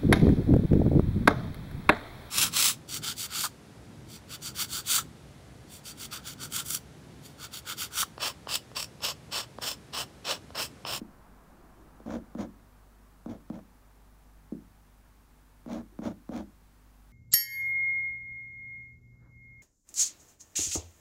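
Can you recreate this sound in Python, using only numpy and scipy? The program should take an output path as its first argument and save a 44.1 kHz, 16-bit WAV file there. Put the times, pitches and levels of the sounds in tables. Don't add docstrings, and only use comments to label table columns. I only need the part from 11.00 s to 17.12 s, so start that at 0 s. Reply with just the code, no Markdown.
import sys
import numpy as np
from scipy import signal
from scipy.fft import rfft, irfft, next_fast_len
from scipy.io import wavfile
from scipy.ndimage import map_coordinates

SR = 44100
rng = np.random.default_rng(int(sys.argv[2]) if len(sys.argv) > 2 else 0)


def generate_wav(signal):
    frames = np.transpose(np.atleast_2d(signal))
    scaled = np.clip(frames, -1, 1) * 32767
    pcm = np.round(scaled).astype(np.int16)
    wavfile.write(sys.argv[1], SR, pcm)


N = 269892


def strokes(drag_swing_db=6.5, scratch_swing_db=15):
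    # (start [s], speeding up [s], slowing down [s], peak drag level [dB], peak scratch level [dB])
    hatching = [ (1.063, 0.066, .056, -32.5, -55.5), (1.374, 0.033, .053, -34.5, -54),
                (2.280, 0.021, .068, -38.5, -62.5), (2.517, .026, .050, -40.5, -66),
                (4.679, 0.053, 0.075, -33.5, -54), (5.020, .052, 0.047, -33, -53),
                (5.312, .056, .056, -33.5, -54), ]
    # (low edge [Hz], high edge [Hz], scratch share [0-1], gain [dB])
    sheet_bands = [(55, 119, 0.03, -15), (189, 332, 0, -3.5), (456, 828, 0.23, -2.5), (796, 1930, 0.62, -1)]
    t = np.arange(N) / SR
    touching, drag_db, scratch_db = np.zeros((3, N))
    for start, rise, fall, peak_drag_db, peak_scratch_db in hatching:
        contact, speed = gesture(t, start, rise, fall)
        on = contact > 0
        touching[on] = contact[on]
        drag_db[on] = peak_drag_db - drag_swing_db * (1 - speed[on])
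        scratch_db[on] = peak_scratch_db - scratch_swing_db * (1 - speed[on])
    plucks = fibres(per_second=5000, spread_db=3, clump_db=1.67, clump_rate=220)
    rub = board(plucks)
    sheet = np.zeros(N)
    for low, high, share, gain_db in sheet_bands:
        band_db = drag_db + share * (scratch_db - drag_db) + gain_db
        sheet += amp(band_db) * unit(passed(rub, [low, high], "band"))
    return touching * (sheet + amp(scratch_db) * unit(nib(plucks)))


def gesture(t, start, rise, fall, bite_s=0.0052, lift_s=0.012, roundness=1.5):
    age = t - start
    contact = np.clip(1 + np.minimum(age / bite_s, (rise + fall - age) / lift_s), 0, 1)
    from_peak = np.clip(np.maximum((rise - age) / rise, (age - rise) / fall), 0, 1)
    return contact, 1 - from_peak ** roundness


def fibres(per_second, spread_db, clump_db, clump_rate):
    plucked = rng.random(N) < per_second / SR
    sizes = amp(spread_db * rng.standard_normal(N) + clump_db * wobble(clump_rate))
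    return plucked * sizes * np.sign(rng.standard_normal(N))


def board(force, lag_s=0.0016, slow_hz=450):
    # (frequency [Hz], bandwidth [Hz], gain [dB])
    modes = [(77, 29, -10.5), (124, 49, -10), (199.6, 38, -1.5), (227, 35, 0.5), (267, 123, -11.5),
             (282, 12.6, -5), (344, 28, -8), (468, 85, -7), (537, 40, -7), (594.3, 24, -6.5),
             (683, 16, -22), (860, 59, -25), (1030, 32, -44), (1300, 73, -46), (1720, 110, -32.5)]

    def response(f):
        resonance = sum(amp(db) * 1j * f * width / (hz * hz - f * f + 1j * f * width)
                        for hz, width, db in modes)
        dispersion = np.exp(-2j * np.pi * lag_s * slow_hz * np.arctan(f / slow_hz))
        return resonance * dispersion
    return filtered(force, response)


def nib(force):
    # (frequency [Hz], gain [dB])
    tines = [(1200, -14), (2100, 11.5), (2750, -1.5), (3350, 6.5), (4200, 2), (5000, -1.5), (5800, 3.5),
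             (6250, 1.5), (6750, 3.5), (7500, -7.5), (8600, -13), (9900, -8.5), (11500, -16.5),
             (15500, -10)]
    return filtered(force, lambda hz: amp(along(tines, hz)))


def taps(thud_db=-2, knock_db=6, tick_below_knock_db=14, thud_spread=1.506, damping_t60=0.11):
    # (time [s], relative thud level [dB], relative knock level [dB], thud pitch [Hz])
    contacts = [(0.014, -28.5, -57.5, 253), (1.001, -43, -51, 300), (1.063, -52, -48, 260),
                (1.35, -26.5, -43, 225), (2.26, -27.5, -42.5, 235), (2.500, -24, -42.5, 210),
                (2.59, -47, -50, 248), (3.521, -23.5, -54.5, 255), (3.548, -28.5, -79, 226),
                (4.661, -33, -49.5, 253), (4.815, -55, -52, 250), (4.989, -25.5, -44, 225),
                (5.291, -26, -44, 230)]
    track = np.zeros(N)
    t = np.arange(SR // 4) / SR
    ring = board(signal.unit_impulse(len(t))) * amp(-60 * t / damping_t60)
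    knock = peaked(passed(ring, [480, 1450], "band", order=4))
    for s, db, hard_db, hz in contacts:
        thud = peaked(passed(ring, [hz / thud_spread, hz * thud_spread], "band"))
        add(track, s, amp(db + thud_db) * thud + amp(hard_db + knock_db) * knock)
        add(track, s, amp(hard_db + knock_db - tick_below_knock_db) * tick(t60=0.013))
    return track


def snags(gain_db=-2):
    # (time [s], relative level [dB])
    releases = [(1.1517, -45), (1.4118, -40), (4.7182, -42), (4.7318, -38), (5.363, -38.5), (5.3761, -38.5)]
    track = np.zeros(N)
    for s, db in releases:
        add(track, s, amp(db + gain_db) * tick(t60=0.01))
    return track


def tick(t60):
    t = np.arange(SR // 20) / SR
    burst = rng.standard_normal(len(t)) * amp(-60 * t / t60)
    return peaked(nib(burst))


def hand(band_hz=(320, 380)):
    # (middle time [s], duration [s], level [dB])
    slides = [(0.617, 0.14, -63.5), (0.818, 0.076, -59), (4.942, 0.034, -61.5)]
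    t = np.arange(N) / SR
    pressure = sum(amp(db) * np.exp(-2 * ((t - s) / length) ** 2) for s, length, db in slides)
    return pressure * unit(passed(rng.standard_normal(N), band_hz, "band", order=2))


def room(x, tail_db=-12.5, gap_s=0.008, echo_db=-10, echo_s=0.01818, echo_top_hz=400):
    # (frequency [Hz], reverberation time T60 [s])
    decay_times = [(100, 0.26), (300, 0.32), (700, 0.05), (3000, 0.059), (10000, 0.062)]
    hz, t, spectra = signal.stft(rng.standard_normal(SR // 2), SR, nperseg=256)
    decay = amp(-60 * t / along(decay_times, hz)[:, None])
    tail = signal.istft(spectra * decay, SR, nperseg=256)[1]
    wet = np.zeros(N)
    add(wet, gap_s, amp(tail_db) * signal.fftconvolve(x, tail / np.linalg.norm(tail)))
    add(wet, echo_s, amp(echo_db) * passed(x, echo_top_hz, "low"))
    return wet


def rush(start_db=-56.5, sag_db_per_s=0.91, drop_db=4.5, drop_at_s=1.54, drop_width_s=0.33):
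    # (frequency [Hz], relative spectral density [dB])
    colour = [(30, 14), (90, 6.5), (200, 11.5), (340, 4), (520, 1), (850, 3.5), (1200, 0.5), (1650, -5),
              (2300, -15), (3500, -26.5), (8000, -41)]
    t = np.arange(N) / SR
    dropped = (1 + np.tanh((t - drop_at_s) / drop_width_s)) / 2
    return amp(start_db - sag_db_per_s * t - drop_db * dropped) * noise(colour)


def hum(waver_db=1, waver_rate=3.5):
    # (frequency [Hz], rms level [dB])
    harmonics = [(49.8, -59), (99.6, -71), (149.4, -75.5), (249, -73.5)]
    t = np.arange(N) / SR
    track = np.zeros(N)
    for hz, db in harmonics:
        amplitude = np.sqrt(2) * amp(db + waver_db * wobble(waver_rate))
        track += amplitude * np.sin(2 * np.pi * (hz * t + rng.random()))
    return track


def hiss(level_db=-66):
    # (frequency [Hz], relative spectral density [dB])
    colour = [(20, 19), (60, 30.5), (130, 16), (260, 14.5), (500, 5), (1500, 11.5), (3000, 4.5),
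              (6000, 2.5), (10000, 2.5), (16000, 2)]
    return amp(level_db) * noise(colour)


def amp(db):
    return 10 ** (np.asarray(db) / 20)


def unit(x):
    return x / np.sqrt(np.mean(x ** 2) + 1e-20)


def peaked(x):
    return x / np.abs(x).max()


def along(points, hz):
    f, v = np.transpose(points)
    return np.interp(np.log(hz + 1), np.log(f + 1), v)


def wobble(rate):
    knots = rng.standard_normal(int(N * rate / SR) + 4)
    return map_coordinates(knots, [np.arange(N) * rate / SR])


def filtered(x, response):
    size = next_fast_len(len(x) + SR // 4)
    hz = np.fft.rfftfreq(size, 1 / SR)
    return irfft(rfft(x, size) * response(hz), size)[:len(x)]


def passed(x, hz, kind, order=3):
    return signal.sosfilt(signal.butter(order, hz, kind, fs=SR, output="sos"), x)


def noise(colour):
    return unit(filtered(rng.standard_normal(N), lambda hz: amp(along(colour, hz))))


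def add(track, s, sound):
    part = track[max(round(s * SR), 0):][:len(sound)]
    part += sound[:len(part)]


def scene():
    drawing = strokes() + taps() + snags() + hand()
    return (drawing + room(drawing) + rush() + hum() + hiss())[None]


def record(dry, top_hz=15770):
    return np.array([filtered(channel, lambda hz: hz < top_hz) for channel in dry])


dry = scene()
out = record(dry)
generate_wav(out)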